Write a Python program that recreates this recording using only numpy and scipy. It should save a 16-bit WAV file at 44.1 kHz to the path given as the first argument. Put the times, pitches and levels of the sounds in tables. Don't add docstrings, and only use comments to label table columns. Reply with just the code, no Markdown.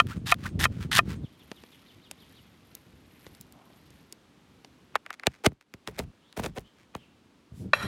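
import sys
import numpy as np
from scipy import signal
from scipy.fft import rfft, irfft
from scipy.io import wavfile
from scipy.ndimage import uniform_filter1d

SR = 44100
rng = np.random.default_rng(int(sys.argv[2]) if len(sys.argv) > 2 else 0)


def log_audio(samples):
    frames = np.atleast_2d(samples).T
    limited = np.clip(frames, -1, 1)
    pcm = np.round(limited * 32767).astype(np.int16)
    wavfile.write(sys.argv[1], SR, pcm)


N = 347067
TIME = np.arange(N) / SR


def from_db(db):
    return 10 ** (np.asarray(db) / 20)


def rms_one(x):
    return x / np.sqrt(np.mean(x ** 2) + 1e-20)


def level(rows):
    s, db = np.transpose(rows)
    curve_db = np.interp(TIME, s, db, left=-200, right=-200)
    return uniform_filter1d(from_db(curve_db), size=180)


def swells(rows, fade=0.0021):
    gain = 0
    for start, end, start_db, end_db in rows:
        gain = gain + level([(start - fade, start_db - 22.0), (start, start_db),
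                             (end, end_db), (end + fade, end_db - 18.5)])
    return gain


def humps(rows):
    gain = 0
    for s, length, db in rows:
        fall_db = np.minimum(48 * ((TIME - s) / length) ** 2, 200)
        gain = gain + from_db(db - fall_db)
    return gain


def drift(rate_hz):
    r = np.exp(-80 * np.pi * rate_hz / SR)
    noise = rng.standard_normal(N // 40 + 2002)
    slow = signal.lfilter([1], [1, -2 * r, r * r], noise)[2000:]
    return np.interp(np.arange(N) / 40, np.arange(len(slow)), rms_one(slow))


def colour(x, spectrum, size=4096):
    hz, db = np.transpose(spectrum)
    octave = np.log2(np.maximum(np.arange(size // 2 + 1), .5) * SR / size)
    beyond = np.abs(octave - np.clip(octave, np.log2(hz[0]), np.log2(hz[-1])))
    target_db = np.interp(octave, np.log2(hz), db) - 18 * beyond
    cepstrum = irfft(np.log(from_db(target_db)))
    response = irfft(np.exp(rfft(2 * cepstrum[:size // 2], size) - cepstrum[0]))
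    return signal.oaconvolve(x, response / np.linalg.norm(response))[:N]


def band(x, low_hz, high_hz):
    edges_hz = [low_hz, min(high_hz, SR / 2 - 1)]
    return signal.sosfilt(signal.butter(2, edges_hz, "band", fs=SR, output="sos"), x + 1e-18)


def grains(per_s, spread_db):
    sizes = from_db(spread_db * np.minimum(rng.exponential(1, N), 4)) * rng.choice([-1, 1], N)
    return rms_one(sizes * (rng.random(N) < per_s / SR))


def crackle(per_s, spread_db, cluster_db, cluster_rate_hz, patchy_db, count=7):
    edges_hz = np.geomspace(700, 17000, count)
    source = grains(per_s, spread_db)
    out = np.zeros(N)
    for k, (low, high) in enumerate(zip([20, *edges_hz], edges_hz)):
        out += (-1) ** k * band(source, low, high) * from_db(patchy_db * drift(cluster_rate_hz))
    return rms_one(out * from_db(cluster_db * drift(cluster_rate_hz)))


def add(out, s, sound):
    at = max(round(s * SR), 0)
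    out[at:at + len(sound)] += sound[:N - at]


def contacts(rows, crumble, t60, size=2400):
    out = np.zeros(N)
    for s, db in rows:
        touch = crumble * rng.standard_normal(size) * from_db(-60 * TIME[:size] / t60)
        touch[0] = 1
        add(out, s, from_db(db) * touch)
    return out


def ring(force, modes):
    out = np.zeros(N)
    for k, (hz, db, t60) in enumerate(modes):
        r, w = from_db(-60 / (t60 * SR)), 2 * np.pi * hz / SR
        mode = signal.lfilter([0, np.sin(w)], [1, -2 * r * np.cos(w), r * r], force + 1e-18)
        out += (-1) ** k * from_db(db) * mode
    return out


def glides(rows, hoarse):
    out = np.zeros(N)
    for s, length, start_hz, end_hz, db in rows:
        along = np.linspace(0, 1, int(length * SR))
        steps = 2 * np.pi * (start_hz + (end_hz - start_hz) * along) / SR
        phase = np.cumsum(steps + hoarse * rng.standard_normal(len(along)))
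        envelope = np.sqrt(np.abs(np.sin(np.pi * along)))
        add(out, s, from_db(db) * envelope * np.sin(phase))
    return out


# f/Hz, level/dB
AIR_COLOUR = [(30, -23.5), (60, -12.5), (250, -3.5), (400, -9.5), (650, -15.5), (1130, -16), (1860, -20.5),
              (3140, -21), (5000, -27), (10500, -36.5), (16000, -46.5)]
BREEZE_COLOUR = [(30, -26.5), (60, -2), (180, -2), (290, -4.5), (420, -15.5), (700, -28.5)]
BUFFET_COLOUR = [(25, -19), (56, -5), (91, 1.5), (193, -3.5), (405, -18.5), (700, -35)]
# start t/s, end t/s, start level/dB, end level/dB
WASH = [(0, 4.96, -61, -61), (4.962, 7.88, -63, -63)]
BREEZES = [(1.25, 4.1, -60, -60.5), (4.102, 4.97, -65, -64.5), (6.7, 7.51, -66, -68)]
BUFFETING = [(0, 1.245, -40, -34.5), (7.515, 7.88, -49, -45.5)]
# centre t/s, length/s, level/dB
GUSTS = [(0.058, 0.027, -28), (0.168, 0.031, -35), (0.605, 0.12, -32), (3.02, .25, -60.5),
         (3.3, .14, -60.5), (3.9, .25, -66), (7.65, 0.075, -31.5), (7.855, 0.047, -29)]
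# centre t/s, length/s, depth/dB
DIPS = [(5.007, .1, 0.5), (5.167, .12, 2.5), (5.616, 0.26, 11)]


def outdoors():
    depth_db = sum(depth * humps([(s, length, 0)]) for s, length, depth in DIPS)
    air = colour(rng.standard_normal(N), AIR_COLOUR) * swells(WASH) * from_db(-depth_db)
    lumps = rms_one(rng.standard_normal(N) * from_db(4.4 * drift(rate_hz=110)))
    breeze = colour(lumps * swells(BREEZES), BREEZE_COLOUR)
    buffeting = colour(lumps * (swells(BUFFETING) + humps(GUSTS)), BUFFET_COLOUR)
    highpass = signal.butter(2, 38, "high", fs=SR, output="sos")
    return signal.sosfilt(highpass, air + breeze + buffeting)


PHRASE_START_S, SYLLABLE_S = 1.235, .161
SLUR_S, SLUR_TOP_HZ, SLUR_END_HZ, SLUR_DB = .04, 3900, 2717, -65.5
SWEEP_LEAD_S, SWEEP_S, SWEEP_START_HZ, SWEEP_TOP_HZ, SWEEP_DB = .027, .043, 2920, 5080, -70.5
# start t/s, length/s, start f/Hz, end f/Hz, level/dB
WHISTLES = [(6.209, 0.12, 2850, 4050, -74), (6.642, 0.059, 3030, 3240, -70), (6.97, 0.1, 3190, 2600, -69.5)]


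def bird(size=22000):
    starts = PHRASE_START_S + SYLLABLE_S * np.arange(8)
    slurs = [(s, SLUR_S, SLUR_TOP_HZ, SLUR_END_HZ, SLUR_DB) for s in starts]
    sweeps = [(s - SWEEP_LEAD_S, SWEEP_S, SWEEP_START_HZ, SWEEP_TOP_HZ, SWEEP_DB)
              for s in starts[len(starts) // 2:]]
    song = glides(slurs + sweeps, hoarse=0.11) + glides(WHISTLES, hoarse=.19)
    trees = rng.standard_normal(size) * from_db(-60 * TIME[:size] / .6)
    scattered = signal.oaconvolve(song, trees / np.linalg.norm(trees))[:N]
    return from_db(8) * song + from_db(5.0) * scattered


# f/Hz, level/dB
RUSTLE_COLOUR = [(300, -26.5), (700, 0), (2000, 10), (4000, 5.5), (8000, -7.5), (13000, 3.5), (16000, -32)]
# centre t/s, length/s, level/dB
HANDFULS = [(1.68, 0.83, -64), (2.31, 0.38, -65), (2.78, 0.64, -68), (3.28, 0.39, -62.5),
            (3.85, 0.65, -67.5), (4.65, .7, -77.5)]
PATTERS = [(3.63, 0.28, -60.5)]
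# t/s, level/dB, f/Hz
CRACKS = [(1.516, -23, 2400), (1.6368, -33.5, 2560), (2.1123, -22.5, 4700), (2.7511, -28.5, 8700),
          (3.266, -31, 2500), (3.3496, -40.5, 5150), (3.411, -30.5, 12000), (3.524, -41, 6800),
          (3.905, -43, 5000), (4.125, -26.5, 5500), (4.6467, -31, 2880)]
THICK_SHRED_HZ, BODY_DB, BODY_LOSS_DB_PER_OCTAVE = 2500, 11, 8.5


def tossing():
    friction = crackle(per_s=1800, spread_db=3.0, cluster_db=-0.5, cluster_rate_hz=74, patchy_db=3.8)
    rustle = colour(friction * humps(HANDFULS), RUSTLE_COLOUR)
    patter = rms_one(band(grains(per_s=500, spread_db=3), 580, 1050)) * humps(PATTERS)
    cracks = np.zeros(N)
    bodies = []
    for s, db, hz in CRACKS:
        cracks += band(contacts([(s, db)], crumble=0.34, t60=0.012), hz / 2, hz * 2)
        octaves_thinner = np.log2(hz / THICK_SHRED_HZ)
        bodies.append((s, db + BODY_DB - BODY_LOSS_DB_PER_OCTAVE * octaves_thinner))
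    body = band(contacts(bodies, crumble=0.54, t60=0.022), 170, 830)
    return rustle + patter + from_db(6) * cracks + body


# t/s, pat level/dB, wet tick level/dB, thud level/dB,
# crinkle level/dB, folding/s, settling/s
CLUMPS = [(5.269, -8.5, 3.5, -17, -39, 0.016, 0.017), (5.4642, -11.5, 3.5, -9.5, -16, .026, .032),
          (5.519, -52, -51, -39, -62, .005, .015), (5.739, -45, -24.5, -36, -53, .005, .015),
          (5.875, -27.5, -13.5, -33.5, -37, 0.0063, 0.055), (5.991, -32, -11.5, -24.5, -29, 0.016, 0.059),
          (6.374, -40, -26, -27, -29, 0.0099, 0.041), (6.395, -22.5, -28, -22.5, -36.5, 0.0092, 0.029),
          (6.437, -32, -18, -38, -33.5, 0.018, 0.035), (6.462, -30, -14, -28, -33.5, 0.019, .045),
          (6.575, -35.5, -35, -28, -39, 0.027, 0.048), (6.951, -22, -21.5, -29, -47, 0.0057, 0.033)]
FOLD_RISE_DB, EASE_S, EASE_DB, LOUDEST_SETTLING_DB, SETTLED_DB = 21, 0.0071, 5.5, -35, -66


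def slumping():
    gain = 0
    for s, *_, db, fold, settle in CLUMPS:
        eased_db = min(db - EASE_DB, LOUDEST_SETTLING_DB)
        gain = gain + level([(s - fold, db - FOLD_RISE_DB), (s, db),
                             (s + EASE_S, eased_db), (s + settle, SETTLED_DB)])
    return gain


def bright_ticks(follows=.78):
    sliding = np.clip(slumping(), 0, from_db(-23.5)) ** follows
    ticks = rms_one(band(grains(per_s=870, spread_db=6.5), 4000, 16000))
    return from_db(-23.5) * ticks * sliding


def microphone_rumble(lag_s=0.018, linger=1.6, fall_db=10, most_db=-39):
    touches = [(s + lag_s, thud_db) for s, _, _, thud_db, *_ in CLUMPS]
    rocking = from_db(-3.5) * contacts(touches, crumble=0.26, t60=0.19, size=8000)
    loads = []
    for s, *_, crinkle_db, _, settle in CLUMPS:
        start, db = s + lag_s, min(crinkle_db - 8.5, most_db)
        loads.append((start, start + linger * settle, db, db - fall_db))
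    weight = rms_one(band(rng.standard_normal(N), 46, 201)) * swells(loads, fade=.008)
    return band(band(rocking, 45, 190) + weight, 25, 260)


def pat(hz, width, size=4000):
    wave = band(signal.unit_impulse(size), hz / (1 + width), hz * (1 + width))
    return wave / np.abs(wave).max()


def lows_late(x, lowest_hz=85, sharpness=.72, count=4):
    for hz in lowest_hz * 2 ** np.arange(count):
        w = 2 * np.pi * hz / SR
        damping = np.sin(w) / (2 * sharpness)
        poles = [1 + damping, -2 * np.cos(w), 1 - damping]
        x = signal.lfilter(poles[::-1], poles, x + 1e-18)
    return x


# t/s, pat level/dB, wet tick level/dB
SHREDS = [(4.955, -7.5, -13), (4.960, -21, -15.5), (5.063, -27, -31), (5.105, -20.5, -21),
          (5.129, -34, -27.5), (5.197, -32.5, -28.5), (5.235, -25, -32.5), (6.327, -48, -32)]
# centre t/s, length/s, level/dB
SPRINKLES = [(5.14, 0.019, -47), (5.33, 0.13, -63), (5.617, 0.032, -58.5), (5.95, 0.058, -58.5),
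             (6.8, 0.093, -62.5)]
# f/Hz, level/dB
TICK_COLOUR = [(400, -35), (1500, -0.5), (3800, -2.5), (7000, -9.5), (13000, -19.5), (16000, -29)]
SLUMP_COLOUR = [(100, -22), (420, 10), (1000, -3), (2400, -8.5), (5000, -17), (10000, -24), (16000, -39)]
TYPICAL_PAT_DB, SHRED_PAT_HZ, CLUMP_PAT_HZ, PAT_FALL_OCTAVES_PER_DB = -26, 1600, 880, .038


def falling_shreds():
    landings = [row[:3] for row in SHREDS + CLUMPS]
    ticks = [(s, tick_db) for s, _, tick_db in landings]
    hits = colour(contacts(ticks, crumble=0.27, t60=0.006), TICK_COLOUR)
    for pieces, typical_hz, width in ((SHREDS, SHRED_PAT_HZ, .35), (CLUMPS, CLUMP_PAT_HZ, .55)):
        for s, pat_db, *_ in pieces:
            hz = typical_hz * 2 ** (PAT_FALL_OCTAVES_PER_DB * (TYPICAL_PAT_DB - pat_db))
            add(hits, s + .0004, from_db(pat_db) * pat(hz, width))
    for s, _, _, thud_db, *_ in CLUMPS:
        add(hits, s + 0.0008, from_db(thud_db + 2.0) * pat(hz=150, width=1.27))
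    flops = [(s + .001, pat_db) for s, pat_db, _ in landings]
    flop = from_db(2.5) * contacts(flops, crumble=0.43, t60=0.028)
    brushing = sum(level([(s - .014, min(pat_db - 32, -50)), (s, min(pat_db - 14, -32))])
                   for s, pat_db, _ in landings)
    brush = brushing * rng.standard_normal(N)
    crumbs = grains(per_s=700, spread_db=5) * humps(SPRINKLES)
    lowpass = signal.butter(8, 2700, fs=SR, output="sos")
    dull = signal.sosfilt(lowpass, band(flop + brush + from_db(6) * crumbs, 480, 3400))
    crumb_ticks = from_db(-3) * colour(crumbs, TICK_COLOUR)
    bursts = crackle(per_s=3000, spread_db=3.8, cluster_db=5.0, cluster_rate_hz=310, patchy_db=1.0)
    crinkle = colour(bursts * slumping(), SLUMP_COLOUR)
    return lows_late(hits + dull + crumb_ticks + crinkle)


# centre t/s, length/s, level/dB
SWING = [(7.6, .12, -59)]
# t/s, level/dB
SET_DOWN = [(7.7320, -24.5), (7.7338, -8.5), (7.7358, -31)]
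# t/s, level/dB
SCRAPE = [(7.735, -64), (7.745, -34.5), (7.79, -40), (7.83, -34), (7.87, -40.5)]
# f/Hz, level/dB, t60/s
KNIFE = [(586, -4, 0.013), (1050, -2.5, 0.0078), (1386, -2.5, 0.023), (1860, -4.5, 0.018),
         (2420, -10, 0.02), (2665, -14, 0.043), (3260, -11.5, 0.023), (3994, -8.5, 0.027),
         (5670, -22.5, 0.033), (6760, -32, 0.079), (8800, -36, 0.059), (9840, -29.5, 0.1),
         (11300, -27, 0.066), (13200, -36, .06)]


def knife_laid_down():
    swish = band(rng.standard_normal(N), 2000, 12000) * humps(SWING)
    clap = ring(band(contacts(SET_DOWN, crumble=0.074, t60=0.026), 620, 3080), KNIFE)
    friction = grains(per_s=6000, spread_db=3)
    scrape = rms_one(ring(friction, KNIFE)) + from_db(-14.5) * band(friction, 370, 10700)
    return from_db(5.0) * clap + scrape * level(SCRAPE) + swish


# t/s, knock level/dB, time in the leaves/s,
# crunch level at entry/dB, drag on the way up after/s, drag level/dB
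STROKES = [(0.0003, -5.5, .06, -35, 0.11, -43), (0.3219, -8.5, 0.06, -50, 0.14, -39.5),
           (0.6540, -8, 0.059, -38, 0.18, -42.5), (0.9900, -6.5, 0.074, -31.5, 0.12, -44)]
# f/Hz, level/dB
BOARD = [(695, -5.5), (1030, -12.5), (1215, -1.5), (1370, -4), (1793, -7), (2497, -2), (3130, -9.5),
         (3900, -17.5)]


def board():
    chops = [row[:2] for row in STROKES]
    modes = [(hz, db, .033 * (700 / hz) ** .3) for hz, db in BOARD]
    knock = ring(band(contacts(chops, crumble=0.13, t60=0.013), 220, 6000), modes)
    crack = band(contacts(chops, crumble=.22, t60=.04), 600, 3200)
    fibres = band(contacts(chops, crumble=.3, t60=.06), 2500, 14000)
    return from_db(-1.0) * knock + from_db(-3.5) * crack + from_db(-24.5) * fibres


# t/s, level/dB
SNAPS = [(0.070, -28), (0.283, -19), (0.343, -18), (0.641, -1), (0.9625, -3.5), (0.980, -3)]
# start t/s, length/s, start f/Hz, end f/Hz, level/dB
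SQUEAKS = [(0.104, 0.0302, 984, 1630, -39), (0.452, 0.0205, 1136, 1870, -30.5)]
# f/Hz, level/dB
CRUNCH_COLOUR = [(550, -20), (950, -8), (1800, 0.5), (2300, -7.5), (3400, -3), (6120, -13), (9900, -17),
                 (14000, -20), (16000, -33)]
RUB_COLOUR = [(700, -15), (1300, -4.5), (3280, -12), (9000, -24), (16000, -31)]
# f/Hz, level/dB, t60/s
BLADE = [(6480, -2, .12), (7320, -3.5, .12), (8180, 0, .16), (9050, -2, .12)]
OUTER_LEAF_S, OUTER_LEAF_DB, CUT_END_DB = .02, -35, -23
LIFT_AFTER_S, FREE_AFTER_S, RUB_DB, DRAG_S, FREE_RING_DB = .07, 0.17, -53, 0.054, -65


def cutting():
    stroke, lift = 0, 0
    for s, _, length, entry_db, drag_after, drag_db in STROKES:
        entry = s - length
        stroke = stroke + swells([(entry, s, entry_db, CUT_END_DB)], fade=0.0033)
        stroke = stroke + humps([(entry + OUTER_LEAF_S / 2, OUTER_LEAF_S, OUTER_LEAF_DB)])
        lift = lift + swells([(s + LIFT_AFTER_S, s + FREE_AFTER_S, RUB_DB, RUB_DB)], fade=.025)
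        lift = lift + humps([(s + drag_after, DRAG_S, drag_db)])
    bursts = crackle(per_s=4200, spread_db=3.6, cluster_db=2.7, cluster_rate_hz=190, patchy_db=3)
    snaps = from_db(2.5) * contacts(SNAPS, crumble=.2, t60=0.005)
    crunch = colour(bursts * stroke + snaps, CRUNCH_COLOUR) + from_db(-9.0) * band(snaps, 6000, 17000)
    fine_grit = grains(per_s=7000, spread_db=5.5) * from_db(2 * drift(rate_hz=97))
    grit = fine_grit + from_db(-8) * grains(per_s=110, spread_db=6.5)
    rub = from_db(-4.5) * colour(grit, RUB_COLOUR) * lift
    releases = [(s + FREE_AFTER_S, FREE_RING_DB) for s, *_ in STROKES]
    free_ring = ring(contacts(releases, crumble=.05, t60=.01), BLADE)
    return crunch + rub + free_ring + glides(SQUEAKS, hoarse=0.1)


def scene():
    shreds = tossing() + falling_shreds() + bright_ticks() + microphone_rumble()
    knife_work = cutting() + board() + knife_laid_down()
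    return (outdoors() + bird() + shreds + knife_work)[None]


CUTOFF_HZ = 16200


def record(dry):
    top = .72
    lowpass = signal.ellip(10, .1, 70, CUTOFF_HZ, fs=SR, output="sos")
    return signal.sosfilt(lowpass, top * np.tanh(dry / top))


dry = scene()
out = record(dry)
log_audio(out)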